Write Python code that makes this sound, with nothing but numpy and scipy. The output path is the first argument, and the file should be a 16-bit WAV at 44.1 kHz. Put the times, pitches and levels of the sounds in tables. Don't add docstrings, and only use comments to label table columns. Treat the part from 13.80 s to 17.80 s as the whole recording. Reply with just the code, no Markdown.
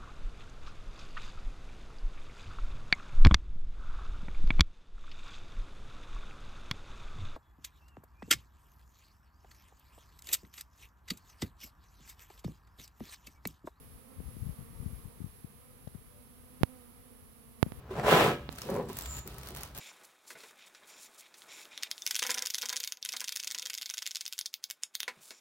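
import sys
import numpy as np
from scipy import signal
from scipy.fft import rfft, irfft
from scipy.io import wavfile
from scipy.ndimage import uniform_filter1d

SR = 44100
rng = np.random.default_rng(int(sys.argv[2]) if len(sys.argv) > 2 else 0)


def digitize_waveform(pressure):
    field = np.atleast_2d(pressure).T
    bounded = np.clip(field, -1, 1)
    quanta = np.round(bounded * 32767).astype(np.int16)
    wavfile.write(sys.argv[1], SR, quanta)


N = 176400
TIME = np.arange(N) / SR


def undb(db):
    return 10 ** (np.asarray(db) / 20)


def curve(rows, column=1):
    rows = np.array(rows)
    return np.interp(TIME, rows[:, 0], rows[:, column])


def unit(x):
    return x / np.std(x)


def cut(x, hz, kind, order=2):
    return signal.sosfilt(signal.butter(order, hz, kind, fs=SR, output="sos"), x)


def drift(rate_hz):
    steps = rng.standard_normal(400)
    hop = int(SR / rate_hz)
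    ramps = np.interp(np.arange(N) / hop, np.arange(len(steps)), steps)
    return unit(uniform_filter1d(ramps, hop // 2 + 1))


def swell(at, width):
    return np.exp(-.5 * np.minimum(((TIME - at) / width) ** 2, 100))


def noise(spectrum):
    hz, db = np.array(spectrum).T
    bins_hz = np.maximum(np.arange(N // 2 + 1) * SR / N, 1)
    density = undb(np.interp(np.log(bins_hz), np.log(hz), db))
    return irfft(rfft(rng.standard_normal(N)) * density, N) * np.sqrt(SR / 2)


def bass_cut(pressure, corner_hz=94.3):
    return cut(pressure, corner_hz, "high", order=3)


def pan(x, left_db=0, right_db=0):
    return undb([[left_db], [right_db]]) * x


def wings(hz, harmonics_db):
    cycle = np.linspace(0, 1, 513)
    stroke = sum(undb(db) * np.sin(2 * np.pi * (k * cycle + rng.random()))
                 for k, db in enumerate(harmonics_db, 1))
    return np.interp(np.cumsum(hz) / SR % 1, cycle, unit(stroke))


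SWARM_HARMONICS = [-0.5, -4.5, -14, -13, -10.5, -25, -41.5, -21.5, -20, -37]
# t/s, level/dB
SWARM_LEVEL = [(0, -59.5), (.6, -57), (1.2, -57), (1.6, -60.5), (2.2, -59.5), (2.8, -60), (3.3, -61),
               (4, -57)]


def swarm(count=24, wingbeat_hz=236.2, spread=.062, wander=.028, jitter=.014, swell_db=5.5):
    hum = 0
    for offset in unit(np.sinh(2 * np.linspace(-1, 1, count))):
        hz = wingbeat_hz * (1 + spread * offset + wander * drift(6) + jitter * drift(40))
        hum += wings(hz, SWARM_HARMONICS) * undb(swell_db * drift(6))
    return unit(hum) * undb(curve(SWARM_LEVEL))


# t/s, wingbeat f/Hz, level/dB
NEAR_FLIGHT = [(0, 250, -75.5), (2.2, 240.3, -75), (2.5, 244, -64), (2.68, 247.9, -57.5),
               (2.8, 255.9, -55.5), (2.97, 249, -51.5), (3.12, 234.4, -64), (3.3, 251.7, -58),
               (3.45, 244, -65), (3.62, 238.4, -63), (4, 243, -59)]
NEAR_HARMONICS = [1.5, -7, -16.5, -21, -17, -22]


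def near_bee(waver=.01, flutter_db=2.2):
    hz = curve(NEAR_FLIGHT) * (1 + waver * drift(30))
    buzz = wings(hz, NEAR_HARMONICS)
    return buzz * undb(curve(NEAR_FLIGHT, column=2) + flutter_db * drift(8.4))


# f/Hz, density/dB per Hz
HISS_LEFT = [(30, -100), (200, -95), (340, -99.5), (850, -101.5), (2300, -105), (4500, -109), (6800, -115),
             (8700, -114.5), (10600, -109), (13000, -106.5), (16000, -106)]
HISS_RIGHT = [(25, -106), (60, -87), (120, -90), (190, -91.5), (400, -94.5), (850, -100), (1200, -99),
              (1600, -102), (3200, -105.5), (7000, -110), (8500, -105.5), (9500, -99), (10200, -92.5),
              (11000, -93), (12300, -99.5), (15500, -104.5)]
# t/s, gain/dB
HISS_GAIN = [(0, 1.9), (.32, 0), (.47, 3), (.7, 4), (.92, 1.1), (1.03, 3.5), (1.17, 3.5), (1.35, 0.5),
             (1.47, 2), (1.65, 0), (2.5, -0.24), (2.9, 1.4), (3.2, 0.25), (3.78, -0.6), (3.88, 2.5), (4, 1)]


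def hiss():
    return np.array([noise(HISS_LEFT), noise(HISS_RIGHT)]) * undb(curve(HISS_GAIN))


# t/s, level/dB
GUSTS = [(0, -50), (.11, -56.5), (.16, -47), (.22, -63), (.34, -54.5), (.4, -41), (.47, -44.5), (.53, -48),
         (.66, -38.5), (.73, -38.5), (.76, -63), (.81, -37.5), (.86, -52.5), (.95, -46.5), (1.03, -36),
         (1.14, -41.5), (1.22, -53.5), (1.27, -42), (1.33, -54), (1.42, -50), (1.52, -56.5), (3.8, -58.5),
         (3.9, -51.5), (4, -43)]
# t/s, level before the bass cut/dB, width/ms
WIND_BUMPS = [(.405, -30.5, 0.93), (.457, -23, 2.54), (0.472, -9.5, 4.7), (0.487, -27, 1.25),
              (0.568, -27, 0.86), (0.622, -14, 2.27), (.631, -24.5, 1.24), (0.668, -19.5, 1.4),
              (0.694, -18.5, 1.33), (.790, -24, 1.5), (1.001, -22, 1.33), (1.0614, -16, 1.27),
              (1.130, -23, 1.63), (1.255, -27.5, 1.35), (1.405, -26.5, 0.79), (1.417, -23.5, 1.1),
              (1.444, -19, 1.2), (1.464, -28.5, 1.05), (1.646, -23.5, 1.01), (2.074, -22.5, 1.2),
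              (2.149, -31.5, 0.68), (2.154, -23.5, 1.5), (2.811, -26, 0.65), (2.817, -22, 1.07),
              (3.865, -20.5, 0.91), (3.870, -22.5, 1.4)]


def wind(corner_hz=116, flicker_db=1.34):
    eddies = cut(rng.standard_normal(N), corner_hz, "low")
    eddies = cut(eddies, 253, "low", order=1)
    rumble = unit(cut(eddies, 39, "high"))
    flutter = rumble * undb(curve(GUSTS) + flicker_db * drift(29.86))
    suction = -sum(undb(db) * swell(at, ms / 1000) for at, db, ms in WIND_BUMPS)
    return pan(flutter + bass_cut(suction), right_db=-30)


# t/s, ring f/Hz, level/dB
CASE_KNOCKS = [(.4025, 394, -32), (2.0735, 580, -33), (2.817, 560, -38), (3.863, 524, -32)]


def knocks(decay_s=.0019):
    ring = 0
    for at, hz, db in CASE_KNOCKS:
        age = np.maximum(TIME - at, 0)
        ring += undb(db) * np.sin(2 * np.pi * hz * age) * np.exp(-age / decay_s)
    return pan(bass_cut(ring), right_db=-23)


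# t/s, width/s, level/dB
FINGER_RUBS = [(2.077, 0.0018, -49), (2.15, 0.0036, -58.5), (2.818, 0.0088, -54), (3.876, 0.015, -57),
               (3.975, .04, -58)]


def rubs(corner_hz=420):
    grip = sum(undb(db) * swell(at, width) for at, width, db in FINGER_RUBS)
    friction = cut(rng.standard_normal((2, N)), corner_hz, "low", order=1)
    return pan(unit(bass_cut(friction)) * grip, left_db=-5.5)


# t/s, f/Hz, width/s, level/dB
FAR_TONE = (2.37, 590, .04, -62)


def far_tone(waver=.004):
    at, hz, width, db = FAR_TONE
    phase = 2 * np.pi * np.cumsum(hz * (1 + waver * drift(24.6))) / SR
    return np.sin(phase) * swell(at, width) * undb(db)


# t/s, level of the pressure step/dB
HANDLING_CLICKS = [(2.8334, -2.5), (3.8286, -2.5), (3.9209, -24)]


def clicks(rise_s=.00012, ring_hz=10500, ring_db=-3):
    steps, kicks = np.zeros((2, N))
    for at, db in HANDLING_CLICKS:
        steps += undb(db) * np.clip((TIME - at) / rise_s, 0, 1)
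        kicks[int(at * SR)] += undb(db)
    ring = cut(kicks, [.85 * ring_hz, 1.3 * ring_hz], "band")
    return pan(bass_cut(steps) + undb(ring_db) * ring, left_db=-48)


def scene():
    distant = pan(swarm() + near_bee() + far_tone(), left_db=-20.5)
    return distant + hiss() + wind() + knocks() + rubs() + clicks()


def record(dry):
    return signal.sosfilt(signal.ellip(10, .1, 70, 15900, fs=SR, output="sos"), dry)


dry = scene()
out = record(dry)
digitize_waveform(out)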